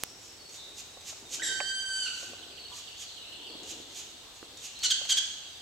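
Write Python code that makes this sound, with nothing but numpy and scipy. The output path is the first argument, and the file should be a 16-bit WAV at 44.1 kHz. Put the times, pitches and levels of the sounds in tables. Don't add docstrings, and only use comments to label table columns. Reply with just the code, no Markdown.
import sys
import numpy as np
from scipy import signal
from scipy.fft import rfft, irfft
from scipy.io import wavfile
from scipy.ndimage import uniform_filter1d

SR = 44100
rng = np.random.default_rng(int(sys.argv[2]) if len(sys.argv) > 2 else 0)


def store_pcm(level_fs):
    pcm = np.round(np.clip(level_fs, -1, 1) * 32767).astype(np.int16)
    wavfile.write(sys.argv[1], SR, np.atleast_2d(pcm).T)


N = 247401
T = np.arange(N) / SR
FREQS = np.arange(N // 2 + 1) * SR / N

# frequency in Hz, gain in dB.
SQUEAL_COLOUR = [(1000, -50), (1550, -1.5), (2000, 4), (3100, 3.5), (4650, 1.5), (6200, -5.5), (7750, -1.5),
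                 (9300, -9), (10900, -24.5), (14000, -55)]
# frequency in Hz, gain in dB.
RASP_COLOUR = [(900, -18.5), (1800, -13.5), (2600, -2), (3800, 0), (5000, -1.5), (6600, 6.5), (7800, 0),
               (9500, -12), (12500, -12.5), (15500, -28)]
# frequency in Hz, gain in dB.
AIR_COLOUR = [(600, -29.5), (1600, -13), (2300, -11), (3200, -0.5), (4400, -1.5), (5300, -5.5), (6600, 2),
              (8000, -11), (10000, -21), (13000, -21), (15500, -47)]
LEAD_IN_S, SQUEAL_START_S, SQUEAL_END_S = 1.394, 1.42, 2.09


def undb(db):
    return 10 ** (np.asarray(db) / 20)


def unit(x):
    return x / np.sqrt(np.mean(x ** 2))


def at(points, hz):
    f, value = np.transpose(points)
    return np.interp(np.log(hz + 1), np.log(f), value)


def curve(rows):
    s, *columns = np.transpose(rows)
    return [np.interp(T, s, c) for c in columns]


def tint(x, colour):
    return irfft(rfft(x) * undb(at(colour, FREQS)), N)


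def noise(colour):
    return unit(tint(rng.standard_normal(N), colour))


def walk(rate):
    spectrum = rfft(rng.standard_normal(N)) * np.exp(-(FREQS / rate) ** 2)
    return unit(irfft(spectrum, N))


def envelope(start, length, attack_s, release_s):
    rise = (T - start) / attack_s
    fall = (start + length - T) / release_s
    return np.clip(np.minimum(rise, fall), 0, 1) ** 2


def pan(x, left_db):
    return x * undb(np.array([[left_db], [-left_db]]) / 2)


def two_ears(x):
    # frequency in Hz, correlation from 0 to 1.
    likeness_points = [(60, 1), (300, 0.65), (700, 0.53), (1500, 0.45), (3000, 0.14), (7000, 0.12)]
    freqs = np.fft.rfftfreq(x.shape[1], 1 / SR)
    likeness = np.clip(at(likeness_points, freqs), 0, 1)
    mid, side = irfft(rfft(x) * np.sqrt([1 + likeness, 1 - likeness]), x.shape[1])
    return unit(np.array([mid + side, mid - side]))


def wood(x, near_db, far_db, near_t60=0.46):
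    # frequency in Hz, time to fall by 60 dB in seconds.
    tail_decay = [(400, 0.76), (1500, 1.4), (3200, 1.03), (6500, 1.14), (9000, 0.72), (14000, 0.48)]
    t = T[:int(1.5 * SR)]

    f, s, spray = signal.stft(rng.standard_normal((2, len(t))), SR, nperseg=256)
    t60 = np.maximum(at(tail_decay, f), .05)[:, None]
    tail = signal.istft(spray * np.exp(-np.log(1000) * s / t60), SR)[1][:, :len(t)]
    tail = tail * (1 - np.exp(-t / .028))

    sparse = rng.standard_normal((2, len(t))) * (rng.random((2, len(t))) < .03)
    trunks = sparse * np.exp(-np.log(1000) * t / near_t60) * (t > .004)
    trunks = signal.sosfilt(signal.butter(2, 8000, fs=SR, output="sos"), trunks)

    response = undb(near_db) * two_ears(trunks) + undb(far_db) * two_ears(tail)
    response = response / np.sqrt(len(t))
    return signal.fftconvolve(x[None], response, axes=1)[:, :N]


def hush():
    # frequency in Hz, gain in dB.
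    hush_colour = [(15, -31), (25, -7.5), (82, 3), (164, -4.5), (378, -2.5), (648, -3.5), (722, 0),
                   (997, -5), (2010, -6.5), (3830, -2), (7500, -7), (8130, -10), (8810, -16), (11800, -16),
                   (15500, -22)]
    level_db, whine_db = -52, -62.0
    whine_hz, whine_width_hz = 8000, 90
    leaves = two_ears(np.array([noise(hush_colour), noise(hush_colour)]))
    air = leaves * undb(level_db + 0.56 * walk(16))
    resonance = 1 / (1 + ((FREQS - whine_hz) / whine_width_hz) ** 2)
    whine = irfft(rfft(rng.standard_normal((2, N))) * resonance, N)
    return air + undb(whine_db) * unit(whine)


def slur(s, length, start_hz, end_hz, db, buzz_hz=0, flutter_hz=95):
    u = np.linspace(0, 1, int(max(length, .01) * SR))
    flutter = buzz_hz * np.sin(2 * np.pi * flutter_hz * T[:len(u)])
    hz = start_hz + (end_hz - start_hz) * u + flutter
    swell = np.sqrt(2 * np.sin(np.pi * u).clip(0))
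    note = undb(db) * swell * np.sin(2 * np.pi * np.cumsum(hz) / SR)
    return np.pad(note, (max(int(s * SR), 0), N))[:N]


def song_notes():
    # start in seconds, length in seconds, middle pitch in Hz,
    # relative level in dB, buzz depth in Hz.
    note_rows = [(0.027, 0.1, 5510, -51, 280), (0.183, .16, 5450, -54, 190), (.38, 0.046, 4475, -48.5, 30),
                 (.44, 0.112, 4390, -52, 91), (0.544, 0.12, 3760, -45, 218), (.675, 0.095, 3790, -53, 200),
                 (0.802, 0.207, 3850, -54, 120), (1.519, 0.22, 4360, -46.5, 60),
                 (2.572, 0.11, 4410, -47, 60), (3.397, 0.19, 4355, -50.5, 50),
                 (3.922, 0.382, 3730, -59, 109), (4.567, .037, 3690, -48, 50), (1.25, .02, 3690, -47, 22),
                 (4.751, 0.026, 3990, -42, 250), (4.803, .11, 4356, -33.5, 78)]
    fall = 0.0233
    notes = 0
    for s, length, hz, db, buzz_hz in note_rows:
        notes = notes + slur(s, length, hz * (1 + fall / 2), hz * (1 - fall / 2), db, buzz_hz)
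    return notes


def trill(count=15):
    start_s, step_s = 2.424, .0745
    strong_db, weak_db = -48.5, -54
    scatter = 0.029
    run = 0
    for i, tune in enumerate(1 + scatter * rng.standard_normal(count)):
        db = weak_db if i % 2 else strong_db
        run = run + slur(start_s + i * step_s, 0.0208, 3450 * tune, 2720 * tune, db)
    return run


def warble(count=260):
    # time in seconds, relative level in dB.
    chorus_level = [(0, -105), (1.9, -52.5), (3.4, -45.5), (4.3, -55), (5.0, -46), (5.6, -49.5)]
    chorus = 0
    for i, (late, height, fall) in enumerate(rng.random((count, 3))):
        hz = 3000 + 2000 * height ** 1.085
        end_hz = hz * (.92 - 0.1585 * fall)
        chorus = chorus + slur((i + late) / count * T[-1], 0.01683, hz, end_hz, 0)
    return unit(chorus) * undb(curve(chorus_level)[0])


def songbirds():
    notes, run, chorus = song_notes(), trill(), warble()
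    direct = undb(-7.5) * notes + pan(undb(-2.5) * run, left_db=-14) + undb(-30) * chorus
    return direct + wood(notes + run + chorus, near_db=-8.5, far_db=-5.5)


def far_calls():
    # start in seconds, nominal length in seconds, pitch in Hz, relative level in dB.
    call_rows = [(2.696, 0.031, 1080, -54), (3.38, 0.047, 958, -64.5), (3.511, 0.049, 1044, -63.5),
                 (4.214, 0.13, 1093, -67)]
    calls = 0
    for s, length, hz, db in call_rows:
        swell = np.exp(-(2 * (T - s) / length - 1) ** 4)
        calls = calls + undb(db) * swell * walk(160) * np.sin(2 * np.pi * hz * T)
    return calls + wood(calls, near_db=4.0, far_db=-5)


def rustle():
    # frequency in Hz, gain in dB.
    scuff_colour = [(30, -39), (110, -3.5), (200, -6), (310, 7.5), (500, 1.5), (800, -6), (1300, -16),
                    (2500, -22), (8000, -60)]
    # peak time in seconds, half length in seconds, relative level in dB.
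    swell_rows = [(0.36, 0.49, -63), (1.48, 0.22, -53.5), (2.423, 0.28, -60), (3.68, 0.33, -54),
                  (4.476, 0.17, -65.5)]
    rest_db = -71.5
    swell = undb(rest_db) + sum(undb(db) * np.exp(-((T - s) / half) ** 2) for s, half, db in swell_rows)
    scuff = noise(scuff_colour) * swell * undb(3.0 * walk(23) - 2.64)
    return pan(scuff, left_db=4.0) + wood(scuff, near_db=-11.0, far_db=-13.5)


def knocks(contact_s=0.00072):
    # start in seconds, relative level in dB, base ring in Hz,
    # snap in dB relative to the knock's level.
    knock_rows = [(.971, -45, 554, -25), (1.126, -46.5, 653, -16), (1.603, -29.5, 830, 9),
                  (1.608, -32.5, 586, 5), (2.23, -44.5, 553, -12), (2.333, -43.5, 560.7, -16),
                  (3.553, -42.5, 310, -17), (3.8, -43.5, 320, -20), (4.428, -41.5, 340, 5.5),
                  (5.014, -42.5, 567, -14), (5.052, -46.5, 694, 7)]
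    # ratio to the base ring, relative level in dB, time to fall by 60 dB in seconds.
    mode_rows = [(1.009, 6, 0.034), (1.255, 2, 0.031), (1.87, -44, 0.01), (2, -2.5, 0.037)]
    t = T[:SR // 8]
    out = np.zeros(N)
    for s, db, hz, snap_db in knock_rows:
        ring = 0
        for ratio, mode_db, t60 in mode_rows:
            decay = np.exp(-np.log(1000) * t / t60)
            ring = ring + undb(mode_db) * np.sin(2 * np.pi * hz * ratio * t) * decay
        ring = 0.73 * ring * (1 - np.exp(-t / contact_s))
        snap = np.sin(2 * np.pi * (500 + 2.24 * hz) * t) * np.exp(-((t - .0008) / 0.00046) ** 2)
        knock = undb(db) * ring + undb(db + snap_db) * snap
        out += np.pad(knock, (int(s * SR), N))[:N]
    return pan(out, left_db=-6.5) + wood(out, near_db=-21, far_db=-52)


def click(db=-3.0):
    since = (T - .03624) * SR
    return pan(-undb(db) * np.exp(-(since / 0.69) ** 2), left_db=-4.0)


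def ticks(decay_s=0.0036):
    # start in seconds, relative level in dB.
    tick_rows = [(0.493, -46), (1.009, -45), (3.632, -42), (4.572, -42.5), (4.79, -38), (5.052, -37.5)]
    gain = sum(undb(db) * (T > s) * np.exp(-np.abs(T - s) / decay_s) for s, db in tick_rows)
    snaps = noise(RASP_COLOUR) * gain
    return snaps + wood(snaps, near_db=1, far_db=1)


def rasps():
    # peak time in seconds, relative level in dB, length relative to the usual.
    rasp_rows = [(.025, -53, 1.2), (.262, -56, 1.6), (.554, -51, 1.2), (0.797, -45, .75),
                 (1.095, -42.5, .9), (1.346, -37, 0.81), (1.99, -54, 1.5), (2.222, -50, 3),
                 (2.78, -48, 1.28), (3.023, -45.5, 1.06), (3.71, -44, 0.97), (3.989, -44, 1.25),
                 (4.375, -58, 1), (4.658, -45, 1.03)]
    rise_s, fall_s = .03, 0.019
    swell = 0
    for s, db, length in rasp_rows:
        reach = length * np.where(T < s, rise_s, fall_s)
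        swell = swell + undb(db) / (1 + ((T - s) / reach) ** 2 / 2) ** 1.85
    call = swell * noise(RASP_COLOUR) * undb(0.66 * walk(230))
    return pan(call * undb(3.0), left_db=-3.5) + wood(call, near_db=-2.5, far_db=-5.5)


def from_nest(x):
    # frequency in Hz, left minus right in dB.
    balance = [(700, 4), (1500, -3), (2800, -4), (4400, -0.5), (8000, 0), (13000, 6)]
    left = tint(x[0], [(hz, db / 2) for hz, db in balance])
    right = tint(x[1], [(hz, -db / 2) for hz, db in balance])
    return np.array([left, right])


def syrinx(gain, hz, rough, bright_db, throat, air_colour, jitter, air):
    rough, bright, _ = np.broadcast_arrays(rough, bright_db, T)
    hz = hz * (1 + jitter * rough * walk(893))
    phase = 2 * np.pi * np.cumsum(hz) / SR
    on = gain > 0
    k = np.arange(1, 11)[:, None]
    below_limit = k * hz[on] < SR / 2
    partials = undb(at(throat, k * hz[on]) + bright[on] * np.log2(k)) * below_limit
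    power = uniform_filter1d(np.sum(partials ** 2, axis=0) / 2, size=200)
    tone = -np.sum(partials * np.cos(k * phase[on]), axis=0) / np.sqrt(power)
    hiss = tint(rng.standard_normal(N) * (1 + np.cos(phase)), air_colour)[on]
    share = np.clip(air * rough[on], 0, 1)
    out = np.zeros(N)
    out[on] = gain[on] * (np.sqrt(1 - share ** 2) * tone + share * unit(hiss))
    return out


def cry(start, length, top_hz, db, rasp, bright_db):
    # frequency in Hz, gain in dB.
    cry_colour = [(700, -36), (1550, -19.5), (2200, -29), (3200, 3), (3800, 12), (4500, -4), (5300, -8),
                  (6400, 0), (7500, -0.5), (9200, -14.5), (15000, -42)]
    swell_db = 5
    top_at, arch = .34, .45
    clear_at, clear_span, clear_rough = 0.68, 0.18, 0.25
    u = np.clip((T - start) / length, 0, 1)
    gain = envelope(start, length, attack_s=0.013, release_s=0.012) * undb(db + swell_db * (u - .5))
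    hz = top_hz * (1 - arch * (u - top_at) ** 2)
    clear = np.exp(-((u - clear_at) / clear_span) ** 4)
    rough = rasp * (1 - clear) + clear_rough * clear
    return syrinx(gain, hz, rough, bright_db, cry_colour, AIR_COLOUR, jitter=.065, air=1.19)


def cries():
    # start in seconds, length in seconds, top pitch in Hz, relative level in dB,
    # roughness at the start from 0 to 1, brightness in dB per octave.
    cry_rows = [(4.823, .053, 1532, -25.5, .75, -2), (4.895, 0.039, 1659, -22.5, 0.47, -5.5),
                (5.083, .057, 1646, -23.5, .6, -2), (5.162, 0.0362, 1701, -23, 0.52, -5.5)]
    call = sum(cry(*row) for row in cry_rows)
    return from_nest(call + wood(call, near_db=-5.5, far_db=-9.5))


def lead_in():
    start_hz, rise_hz_per_s = 1447, 14000
    start_db, fade_db_per_s = -31, 750
    length = SQUEAL_START_S - LEAD_IN_S
    age = np.clip(T - LEAD_IN_S, 0, length)
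    gain = envelope(LEAD_IN_S, length, attack_s=0.0036, release_s=.001)
    gain = gain * undb(start_db - fade_db_per_s * age)
    return syrinx(gain, start_hz + rise_hz_per_s * age, rough=0.14, bright_db=-8, throat=SQUEAL_COLOUR,
                  air_colour=AIR_COLOUR, jitter=0.041, air=.63)


def second_voice(both, age):
    # frequency in Hz, gain in dB.
    second_colour = [(1900, -30), (3800, -1), (5700, -2.5), (7600, 7.5), (9500, -7), (11400, -11),
                     (14000, -43)]
    start_hz, sag_hz_per_s, level_db = 1923, 1100, -30
    return syrinx(both * undb(level_db), start_hz - sag_hz_per_s * age, rough=0.361, bright_db=-2.5,
                  throat=second_colour, air_colour=AIR_COLOUR, jitter=0.074, air=1.0)


def squeal(yields_db=-5, leap_dull_db=-8, drop_dull_db=-20):
    # time in seconds, relative level in dB.
    effort = [(1.424, -30), (1.48, -34.5), (1.54, -37.5), (1.635, -40), (1.685, -33), (1.77, -37),
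              (1.865, -39), (1.96, -34), (2.06, -33.5)]
    note_hz, waver = 1555, 0.00353
    leap_hz, settle_s = 446, .016
    sag_hz, sag_s, drop_hz, drop_s = 79.1, .06, 543, .012
    hoarse_start, hoarse_end, hoarse_s, clear_rough = 0.29, .45, 0.049, 0.038
    bright_db, opening_db_per_s = -4, 9.5

    age, left = np.maximum(T - SQUEAL_START_S, 0), np.maximum(SQUEAL_END_S - T, 0)
    leap, sag, drop = np.exp(-age / settle_s), np.exp(-left / sag_s), np.exp(-left / drop_s)
    hz = note_hz * (1 + waver * walk(9)) + leap_hz * leap - sag_hz * sag - drop_hz * drop
    rough = clear_rough + hoarse_start * (1 - leap) * np.exp(-(age / hoarse_s / 2) ** 2)
    rough = rough + hoarse_end * np.exp(-left / hoarse_s)
    bright = bright_db + opening_db_per_s * age + leap_dull_db * leap + drop_dull_db * np.sqrt(drop)

    both = envelope(SQUEAL_START_S, 0.086, attack_s=0.013, release_s=0.023)
    gain = envelope(SQUEAL_START_S, SQUEAL_END_S - SQUEAL_START_S, attack_s=0.00074, release_s=0.016)
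    gain = gain * undb(curve(effort)[0] + 1.0 + yields_db * both)
    first = syrinx(gain, hz, rough, bright, SQUEAL_COLOUR, AIR_COLOUR, jitter=.055, air=0.87)
    call = lead_in() + first + second_voice(both, age)
    return from_nest(call * undb(-4.0) + wood(call, near_db=-8, far_db=-6.0))


def scene():
    background = hush() + songbirds() + far_calls()
    close_by = rustle() + knocks()
    nestling = ticks() + rasps() + cries() + squeal()
    return background + close_by + click() + nestling


def record(dry):
    top_hz = 15800
    return signal.sosfilt(signal.ellip(10, .2, 70, top_hz, fs=SR, output="sos"), dry)


dry = scene()
out = record(dry)
store_pcm(out)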